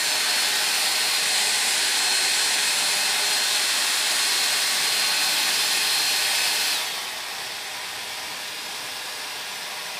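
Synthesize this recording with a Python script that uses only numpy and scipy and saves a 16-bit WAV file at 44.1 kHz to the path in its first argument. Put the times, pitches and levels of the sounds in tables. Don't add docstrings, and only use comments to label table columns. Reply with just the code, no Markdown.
import sys
import numpy as np
from scipy import signal
from scipy.io import wavfile
from scipy.ndimage import uniform_filter1d

SR = 44100
rng = np.random.default_rng(int(sys.argv[2]) if len(sys.argv) > 2 else 0)


def attenuation_scalar(level_db):
    decades = np.asarray(level_db, float) / 20
    return 10 ** decades


def inscribe(sig):
    pcm = np.round(np.clip(np.atleast_2d(sig).T, -1, 1) * 32767)
    wavfile.write(sys.argv[1], SR, pcm.astype(np.int16))


N = 440559
SWITCH_S = 6.728
# (time [s], turn [0 = intake facing, 1 = side-on], nearness [dB])
HAND = [(0, .5, -0.61), (.6, .3, -0.26), (1.1, 0.22, 0.13), (1.3, 0.97, 0.17), (2.6, 0.98, 0.45),
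        (3, 0.54, -0.15), (4.4, 0.6, 0.038), (4.7, 0.33, 0.0058), (5.4, 0, 0.34), (6.2, 0, 0.23),
        (6.7, 0, -0.13), (6.85, .05, 0.65), (7.2, 0, -0.22), (7.8, 0.3, 0.14), (8.8, 0.22, -.5),
        (9.99, 0.1, 0.096)]


def rush():
    # (frequency [Hz], density [dB per Hz, relative])
    facing_points = [(25, -37), (110, -19.5), (250, -13), (500, -9.5), (800, -4), (1400, -5.5), (2600, 0),
                     (4600, 1), (6400, -7), (8400, -5.5), (10800, -8), (12200, -14.5), (13600, -10.5),
                     (15300, -19)]
    # (frequency [Hz], density [dB per Hz, relative])
    side_points = [(25, -40), (110, -20.5), (250, -14), (500, -10), (800, -4.5), (1400, -2.5), (2600, -1),
                   (4600, 0.4), (6400, -6), (8400, -2.5), (10800, -9.5), (12200, -16.5), (13600, -17),
                   (15300, -20)]
    # (frequency [Hz], density [dB per Hz, relative])
    gentle_points = [(25, -31), (110, -12.5), (250, -10), (500, -5.5), (800, -1), (1400, -3.5), (2600, 0.3),
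                     (4600, -3), (6400, -10.5), (8400, -9), (10800, -13), (12200, -15.5), (13600, -14.5),
                     (15300, -21.6)]
    air_db, fan_law = -25, 2.5
    echo_hz, echo_width_hz = 1280, 320
    side_echo_db, low_echo_db = -5.5, -3.5

    frame_count, hz = N // 1024 + 5, np.fft.rfftfreq(4096, 1 / SR)
    t = np.arange(frame_count) * 1024 / SR
    turn_side, near_db = curve(HAND, t)
    side_on, low = np.clip(turn_side, 0, 1), slowed(t)
    level_db = air_db + near_db + fan_law * 20 * np.log10(shaft_hz(t) / 302)

    facing = read(facing_points, hz)[:, None]
    side = read(side_points, hz)[:, None]
    gentle = read(gentle_points, hz)[:, None]
    colour_db = (1 - low) * facing + low * gentle + side_on * (side - facing)
    echo_db = side_echo_db * side_on ** 4 + low_echo_db * low
    colour_db += echo_db * bell(hz, echo_hz, echo_width_hz)
    colour_db += room_db(hz, t, low)

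    real, imag, ripple, patches = rng.standard_normal((frame_count, len(hz), 4)).T
    ripple = uniform_filter1d(ripple, size=40, axis=1)
    ripple = evened(uniform_filter1d(ripple, size=2, axis=0))
    ripple /= np.sqrt(1 + hz[:, None] / 2500)
    patches = uniform_filter1d(patches, size=4, axis=1)
    patches = evened(uniform_filter1d(patches, size=80, axis=0))
    gain = attenuation_scalar(colour_db + 2.63 * ripple + .5 * patches)
    band = (hz > 1400) & (hz < 4000)
    gain *= attenuation_scalar(level_db) / np.sqrt((gain[band] ** 2).sum(0))
    air = signal.istft(gain * (real + 1j * imag), nperseg=4096, noverlap=3072)[1][:N]
    flutter = evened(uniform_filter1d(rng.standard_normal(N), size=600))
    return air * (1 + 0.04 * flutter)


def room_db(hz, t, low):
    # (centre [Hz], width [Hz], high setting [dB], low setting [dB])
    resonances = [(202, 40, 2, 1), (274, 17, -0.5, -1), (297, 16, 3, -1.5), (336, 16, -3, -5),
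                  (413, 43, 4, 2), (559, 45, -8.5, -7), (610, 77, 4.5, 4), (653, 25, -12, -7),
                  (734, 14, 5.5, 0.5), (773, 16, 5, 7.5), (844.4, 22, 6, 5.5), (960, 20, 1.5, 4),
                  (1100, 39, 2, 1), (1250, 190, -2.5, 0.5), (1657, 130, 3.5, 1.5), (1849, 28, 6, 4),
                  (2040, 83, 1.5, 3), (2550, 166, 4, 1), (2900, 260, -1, -3.5), (3580, 270, 0.5, 2),
                  (5290, 1000, 0.5, 3), (7360, 480, 0.5, -2)]
    total_db = 0
    for (f, width_hz, high_db, low_db), waver in zip(resonances, drift(t, 1.47, count=len(resonances))):
        peak_db = (1 - low) * high_db + low * low_db
        total_db = total_db + peak_db * (1 + 0.22 * waver) * bell(hz, f, width_hz)
    return total_db


def whine():
    # (multiple of shaft speed, intake facing [dB], side-on [dB], low setting [dB])
    tones = [(1, -65, -59, -83), (2, -59, -58, -71.5), (3, -48, -71, -57.5), (5, -44, -43, -54),
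             (6, -48, -45, -61.5), (7, -47, -45, -56), (16, -46, -55, -55.5), (17, -43, -55, -63),
             (24, -56, -46, -70), (28, -46, -44, -68), (35, -51, -42.5, -79)]
    # (time [s], length [s], level [dB])
    swells = [(.15, 0.14, 2), (0.372, 0.11, 4.5), (1.08, .2, 1.5), (1.32, .12, -0.5), (2.17, 0.18, 5),
              (2.6, 0.23, 2.5), (3.0, .3, -2), (3.33, 0.25, 3.5), (3.98, .3, -1), (4.3, 0.16, 4),
              (4.52, .12, 3.5), (4.77, .2, -2), (5.04, 0.17, 4), (5.323, .2, 4.5), (5.62, 0.11, 0),
              (6.03, 0.21, 5), (6.74, .08, 3)]
    blades, blade_db, low_blade_db = 14, -33.7, -52
    wobble_rms_hz = .1

    t, coarse = np.arange(N) / SR, np.arange(0, N / SR + 1, 1 / 100)
    wobble_hz = wobble_rms_hz * np.interp(t, coarse, drift(coarse, 10, count=1)[0])
    turns = np.cumsum(shaft_hz(t) + wobble_hz) / SR
    low = slowed(t)
    side_on = np.clip(curve(HAND, t)[0], 0, 1)
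    wavers = drift(coarse, 12, count=len(tones) + 1)

    swell_db = sum(db * bell(coarse, s, length_s)[:, 0] for s, length_s, db in swells)
    blade_level_db = blade_db + low ** 1.45 * (low_blade_db - blade_db)
    blade_level_db += np.interp(t, coarse, swell_db + .9 * wavers[-1])
    out = attenuation_scalar(blade_level_db) * np.cos(2 * np.pi * blades * turns)

    for (multiple, facing_db, side_db, low_db), waver in zip(tones, wavers):
        db = (1 - low) * ((1 - side_on) * facing_db + side_on * side_db) + low * low_db
        db = db + 2.1 * np.interp(t, coarse, waver)
        out += attenuation_scalar(db) * np.cos(2 * np.pi * (round(multiple) * turns + rng.random()))
    return np.sqrt(2) * out


def shaft_hz(t):
    # (time [s], shaft speed [Hz])
    high_points = [(0, 305.3), (.22, 304.7), (.34, 307.5), (.52, 305.5), (.63, 305.9), (.9, 304.8),
                   (1.05, 302.6), (1.37, 301.0), (1.72, 302.9), (1.82, 302.4), (1.96, 303.0), (2.4, 301.3),
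                   (2.9, 301.4), (3.07, 300.7), (3.5, 301.7), (3.82, 300.9), (4.32, 303.2), (4.64, 300.3),
                   (5.35, 300.0), (5.65, 299.6), (5.88, 300.0), (6.22, 302.2), (6.45, 302.3), (6.72, 301.8)]
    low_hz, sag_hz_per_s = 204.6, .6
    low = slowed(t)
    return (1 - low) * curve(high_points, t)[0] + low * (low_hz - sag_hz_per_s * (t - SWITCH_S))


def slowed(t):
    slowing_s, drag = .137, .8
    return 1 - np.exp(-(np.maximum(t - SWITCH_S, 0) / slowing_s) ** drag)


def drift(t, top_hz, count):
    hz = np.geomspace(top_hz / 20, top_hz, num=24)
    phase = rng.random((count, 24, 1))
    waves = np.sin(2 * np.pi * (hz[:, None] * t + phase)) / np.sqrt(hz[:, None])
    return evened(waves.sum(1))


def bell(x, centre, width):
    return np.exp(-.5 * ((x[:, None] - centre) / (width / 2)) ** 2)


def evened(x):
    return x / np.sqrt(np.mean(x ** 2) + 1e-20)


def read(points, hz):
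    f, value = np.transpose(points)
    return np.interp(np.log(hz + 1), np.log(f + 1), value)


def curve(rows, t):
    s, *columns = np.transpose(rows)
    return [np.interp(t, s, c) for c in columns]


def widened(x):
    band_edges_hz = [4100, 5200, 6400, 7500, 8900, 10300, 11700, 13800]
    share, hiss_db = .022, -1
    framing = dict(nperseg=2048, noverlap=1024, window="cosine")
    hz, t, z = signal.stft(x, SR, **framing)
    wide = rng.random((len(band_edges_hz) + 1, len(t))) < share
    wide[[0, -1]] = False
    hiss_level = attenuation_scalar(hiss_db) * np.sqrt(uniform_filter1d(abs(z[0]) ** 2, size=32, axis=0) / 2)
    shape = hiss_level.shape
    hiss = hiss_level * (rng.standard_normal(shape) + 1j * rng.standard_normal(shape))
    side = signal.istft(wide[np.digitize(hz, band_edges_hz)] * hiss, SR, **framing)[1]
    return x + np.array([[1], [-1]]) * side[:N]


def scene():
    return np.tile(rush() + whine(), (2, 1))


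def roll_off(x):
    return signal.sosfilt(signal.butter(12, 16560, fs=SR, output="sos"), x)


def record(dry):
    edge_hz = 15310
    lowpass = signal.firwin(2047, edge_hz, window=("kaiser", 11), fs=SR)
    mix = signal.oaconvolve(widened(dry), lowpass[None], "same")
    return roll_off(mix)


dry = scene()
out = record(dry)
inscribe(out)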